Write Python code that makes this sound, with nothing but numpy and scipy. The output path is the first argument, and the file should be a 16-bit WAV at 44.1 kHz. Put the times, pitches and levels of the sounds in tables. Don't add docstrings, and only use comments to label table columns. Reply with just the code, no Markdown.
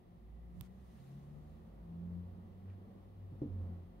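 import sys
import numpy as np
from scipy import signal
from scipy.fft import rfft, irfft, next_fast_len
from scipy.io import wavfile
from scipy.ndimage import uniform_filter1d, map_coordinates

SR = 44100
rng = np.random.default_rng(int(sys.argv[2]) if len(sys.argv) > 2 else 0)


def to_wav(s):
    ch = np.atleast_2d(s).T
    pcm = np.round(np.clip(ch, -1, 1) * 32767)
    wavfile.write(sys.argv[1], SR, pcm.astype(np.int16))


N = 176400
T = np.arange(N) / SR
FAN_LEAD_S, STREET_LEAD_S = 0.000472, 0.00023

# frequency in Hz, relative density in dB.
CLOTH_SPECTRUM = [(300, -24), (1000, 1), (2000, -5), (3600, -7.5), (7500, -14), (12000, -12.5),
                  (15500, -17)]


def amp(db):
    return 10 ** (np.asarray(db) / 20)


def unit(x):
    return x / np.sqrt(np.mean(x ** 2) + 1e-20)


def along(points, hz):
    knots_hz, values = np.transpose(points)
    return np.interp(np.log(hz + 1), np.log(knots_hz + 1), values)


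def curves(rows):
    times_s, *columns = np.transpose(rows)
    return [np.interp(T, times_s, column) for column in columns]


def wobble(rate_hz):
    return map_coordinates(rng.standard_normal(400), [T * rate_hz], mode="wrap")


def swell(peak_s, width_s):
    return 1 / (1 + ((T - peak_s) / width_s) ** 2)


def decay(start_s, t60_s):
    return (T > start_s) * amp(-60 * np.maximum(T - start_s, 0) / t60_s)


def filtered(x, response):
    size = next_fast_len(N + SR // 2)
    return irfft(rfft(x, size) * response(np.fft.rfftfreq(size, 1 / SR)), size)[..., :N]


def softened(x, corner_hz):
    return filtered(x, lambda hz: 1 / (1 + np.sqrt(2) * 1j * hz / corner_hz - (hz / corner_hz) ** 2))


def bell(hz, centre_hz, width_hz):
    return 1 / (1 + ((hz - centre_hz) / (width_hz / 2)) ** 2)


def coloured(x, peaks):
    return filtered(x, lambda f: amp(sum(db * bell(f, hz, width) for hz, width, db in peaks)))


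def patchy(x, depth_db):
    spectra = signal.stft(x, nperseg=256)[2]
    patches = uniform_filter1d(rng.standard_normal(spectra.shape[1:]), size=5, axis=0)
    patches = uniform_filter1d(patches, size=9, axis=1)
    return unit(signal.istft(spectra * amp(depth_db * unit(patches)))[1][:, :N])


def ports(x, lead_s):
    return filtered(x, lambda hz: np.exp(1j * np.pi * hz * lead_s * np.array([[1], [-1]])))


def noise(spectrum, lead_s):
    # frequency in Hz, left-right coherence from 0 to 1.
    coherence = [(30, 0.06), (80, 1), (200, 1), (500, 0.3), (1000, 0.53), (4000, 0.15), (14000, 0)]

    def mid_side_gains(hz):
        angle = np.arccos(np.clip(along(coherence, hz), -1, 1)) / 2
        return amp(along(spectrum, hz)) * [np.cos(angle), np.sin(angle)]

    mid, side = filtered(rng.standard_normal((2, N)), mid_side_gains)
    return unit(ports(np.array([mid + side, mid - side]), lead_s))


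def tone(hz):
    return np.sqrt(2) * np.sin(2 * np.pi * (np.cumsum(hz) / SR + rng.random()))


def ring(modes, start_s):
    age_s = np.maximum(T - start_s, 0)
    return sum(amp(db - 60 * age_s / t60_s) * np.sin(2 * np.pi * hz * age_s) for hz, db, t60_s in modes)


def fans(air_db=-64, drift=0.002, flutter_db=2, whirr_lead_s=0.00051):
    # frequency in Hz, level in dB.
    fan_tones = [(365, -75.5), (701, -81), (1850, -99), (2012, -99)]
    # frequency in Hz, relative density in dB.
    air_spectrum = [(25, -13), (37, -3.5), (59, -8), (104, -7.5), (126, -22), (173, -3.5), (227, -20.5),
                    (253, -28.5), (281, -21.5), (359, -24.5), (457, -29), (614, -27.5), (722, -19.5),
                    (1530, -41), (1950, -38.5), (4000, -50), (7500, -60.5), (12000, -56.5), (15500, -59)]
    whirr_spectrum = [(500, -39), (740, 10), (850, -17), (1130, 4.5), (1500, -14), (1720, -5.5),
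                      (2020, -2.5), (2200, -28.5), (4000, -48)]
    # time in seconds, level in dB.
    whirr_levels = [(0, -84.5), (.6, -81), (.95, -78.5), (1.6, -83)]
    whirr_db, = curves(whirr_levels)
    hum = sum(amp(db + flutter_db * wobble(5)) * tone(hz * (1 + drift * wobble(4.4)))
              for hz, db in fan_tones)
    air = amp(air_db) * noise(air_spectrum, FAN_LEAD_S)
    whirr = amp(whirr_db) * noise(whirr_spectrum, whirr_lead_s)
    return air + whirr + ports(hum, FAN_LEAD_S)


def engine(jitter=0.0041, flutter_db=1.0, balance_sway=0.19):
    # time in seconds, firing rate in Hz.
    firing_rates = [(0, 52.5), (.3, 55.68), (.58, 59.9), (.8, 63.98), (1.1, 68.4), (1.5, 76.56),
                    (1.9, 85.08), (2.2, 88.6), (2.7, 95.75), (3.1, 97.8), (3.45, 95.1), (3.65, 89.7),
                    (4, 84.9)]
    # time in seconds, level in dB.
    boom_levels = [(0, -83), (.22, -57), (.35, -51), (.57, -55.5), (.65, -60), (.88, -57), (1.03, -73.5),
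                   (1.3, -61), (1.55, -58.5), (1.77, -70), (2.1, -48.5), (2.28, -49), (2.38, -56.5),
                   (2.6, -57), (2.7, -46.5), (2.9, -64.5), (3.1, -60), (3.25, -49.5), (3.44, -55),
                   (3.52, -43), (3.61, -40.5), (3.79, -49.5), (3.9, -62.5), (4, -72)]
    overtone_levels = [(0, -83.5), (.38, -71.5), (.5, -63), (.8, -61), (.9, -66.5), (1.12, -56.5),
                       (1.42, -62.5), (1.84, -67), (1.93, -56.5), (2.17, -61), (2.36, -74.5), (2.6, -69.5),
                       (2.95, -61.5), (3.1, -77), (3.7, -68.5), (4, -80)]
    # multiple of the firing rate, gain in dB.
    overtones = [(2, 2), (3, -5), (4, -8)]
    # frequency in Hz, gain in dB.
    wall_gains = [(105, -0.5), (125, -8.5), (139, 3), (150, 3.5), (162, -2), (175, 11.5), (190, 6.5),
                  (199, -9), (216, 3.5), (235, -5.5), (265, -15), (360, -9)]
    firing_hz, = curves(firing_rates)
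    boom_db, = curves(boom_levels)
    overtone_db, = curves(overtone_levels)
    firing_hz *= 1 + jitter * wobble(18)
    orders = amp(boom_db) * tone(firing_hz)
    for multiple, db in overtones:
        hz = round(multiple) * firing_hz
        orders += amp(overtone_db + db + along(wall_gains, hz) + flutter_db * wobble(15)) * tone(hz)
    balance = 1 + balance_sway * wobble(14) * np.array([[1], [-1]])
    return ports(orders, STREET_LEAD_S) * balance


def traffic(flutter_db=1, drone_flutter_db=2, hiss_db=-82, hiss_tracking=0.39):
    # time in seconds, level in dB.
    rush_levels = [(0, -69.5), (.8, -66.5), (1.3, -64.5), (2.15, -60), (2.55, -63), (3.02, -62),
                   (3.12, -65), (3.65, -57), (4, -66)]
    # frequency in Hz, relative density in dB.
    rush_spectrum = [(20, -27), (45, -6.5), (100, -0.5), (250, -3.5), (520, -7.5), (610, -12),
                     (1100, -20.5), (1500, -26), (2000, -38), (5000, -67)]
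    hiss_spectrum = [(1300, -6.5), (3100, -1), (7300, -16), (12000, -10.5), (15500, -11)]
    # time in seconds, pitch in Hz, level in dB.
    drone_track = [(1.1, 48.5, -75), (1.55, 50.86, -58.5), (1.9, 54.6, -59), (2.3, 60.15, -63.5),
                   (2.9, 61.37, -79.5), (3.3, 54.04, -60.5), (3.58, 44.2, -56.5), (3.85, 43.9, -66),
                   (4, 45.36, -58)]
    # centre in Hz, width in Hz, relative level in dB.
    room_modes = [(129.5, 8.2, -5.5), (174.5, 6, 6.5), (220.4, 16, 3)]

    def room_gain(f):
        return sum(amp(db) * bell(f, hz, width) for hz, width, db in room_modes)

    rush_db, = curves(rush_levels)
    drone_hz, drone_db = curves(drone_track)
    room = unit(filtered(rng.standard_normal(N), room_gain))
    drone = amp(drone_db - drone_flutter_db * wobble(8.3)) * tone(drone_hz)
    hiss = amp(hiss_db + hiss_tracking * (rush_db - rush_db.mean())) * noise(hiss_spectrum, FAN_LEAD_S)
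    rush = amp(rush_db + flutter_db * wobble(8)) * (noise(rush_spectrum, STREET_LEAD_S) + room)
    return rush + drone + hiss


def hand_rumble(hold_db=-67, grip_db=-50, grip_left_db=-10):
    # frequency in Hz, relative density in dB.
    rumble_spectrum = [(20, -17.5), (45, -1), (140, -4.5), (400, -27.5), (1500, -55.5)]
    rumble = unit(filtered(rng.standard_normal((2, N)), lambda hz: amp(along(rumble_spectrum, hz))))
    grip = amp(grip_db) * swell(peak_s=0.58, width_s=0.033) * amp([[grip_left_db], [0]])
    return (amp(hold_db) + grip) * rumble


def finger_scuffs():
    # start in seconds, level before the low-pass in dB, length in seconds, low-pass in Hz.
    strokes = [(0.599, -72, 0.078, 13960), (2.66, -70, 0.089, 2020), (3.59, -80, 0.23, 1821)]
    # frequency in Hz, relative density in dB.
    scuff_spectrum = [(300, 3), (1000, 8), (2000, 6), (6000, -0.5), (14000, -3.5)]
    scuffs = np.zeros((2, N))
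    for start_s, db, length_s, corner_hz in strokes:
        envelope = np.exp(-(2 * (T - start_s) / length_s - 1) ** 4)
        scuffs += softened(amp(db) * envelope * noise(scuff_spectrum, 0), corner_hz)
    return scuffs


def case_click(start_s=0.6103, gain_db=-28.5, left_db=-16, shade_hz=5140):
    # frequency in Hz, relative level in dB, T60 in seconds.
    case_modes = [(116, -4.5, 0.034), (1100, -18, 0.006), (3640, -13.5, 0.0044), (5100, -14.5, 0.0016),
                  (9500, -17.5, 0.0011), (12340, -5.5, 0.0016), (14300, -1.5, 0.0008)]
    snap = amp(gain_db) * ring(case_modes, start_s)
    return np.array([amp(left_db) * softened(snap, shade_hz), snap])


def sleeve(patch_db=1.2):
    # peak time in seconds, level in dB, half-width in seconds.
    swishes = [(1.032, -75.5, 0.22), (1.52, -87, 0.1)]
    # centre in Hz, width in Hz, gain in dB.
    port_peaks = [(3950, 800, 3), (6500, 600, 4), (9000, 720, 3.5)]
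    envelope = sum(amp(db) * swell(peak_s, width_s) for peak_s, db, width_s in swishes)
    friction = coloured(noise(CLOTH_SPECTRUM, 0), port_peaks)
    return envelope * patchy(friction, patch_db)


def button_tick(start_s=2.7005, gain_db=-59.5):
    # frequency in Hz, relative level in dB, T60 in seconds.
    button_modes = [(1310, -5, 0.0066), (2430, -2.5, 0.0067)]
    return amp(gain_db) * ring(button_modes, start_s)


def desk_bumps(thud_db=-9, scrape_db=-72.5, lead_s=0.00017):
    # start in seconds, gain in dB, low-pass in Hz (lower is softer).
    blows = [(3.3204, -38.5, 115), (3.4175, -33.5, 580)]
    # frequency in Hz, relative level in dB, T60 in seconds.
    desk_modes = [(138.3, -2, 0.18), (177, -9, 0.17), (248.5, -10.5, 0.38), (293.5, 0, 0.19),
                  (514, -15, 0.22)]
    # frequency in Hz, relative density in dB.
    thud_spectrum = [(40, -12.5), (120, -1.5), (400, 4), (620, -11.5), (1500, -20)]
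    scrape = softened(noise(CLOTH_SPECTRUM, lead_s), corner_hz=6000)
    bumps = amp(scrape_db) * decay(blows[-1][0], t60_s=0.14) * scrape
    for start_s, db, corner_hz in blows:
        thud = amp(thud_db) * decay(start_s, t60_s=0.31) * noise(thud_spectrum, lead_s)
        desk = ports(ring(desk_modes, start_s), lead_s)
        bumps += amp(db) * softened(desk + thud, corner_hz)
    return bumps


def scene():
    # centre in Hz, width in Hz, gain in dB.
    surface_peaks = [(479, 55, -2.5), (534.4, 31, 5), (887, 170, -1.5), (1160, 220, 1), (1560, 200, -2),
                     (1770, 180, 1)]
    sustained = coloured(fans() + traffic() + sleeve(), surface_peaks) + engine()
    return sustained + desk_bumps() + hand_rumble() + finger_scuffs() + case_click() + button_tick()


def record(dry, low_cut_hz=36, top_hz=15750):
    return filtered(dry, lambda hz: (hz < top_hz) / np.sqrt(1 + (low_cut_hz / (hz + 1)) ** 8))


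dry = scene()
out = record(dry)
to_wav(out)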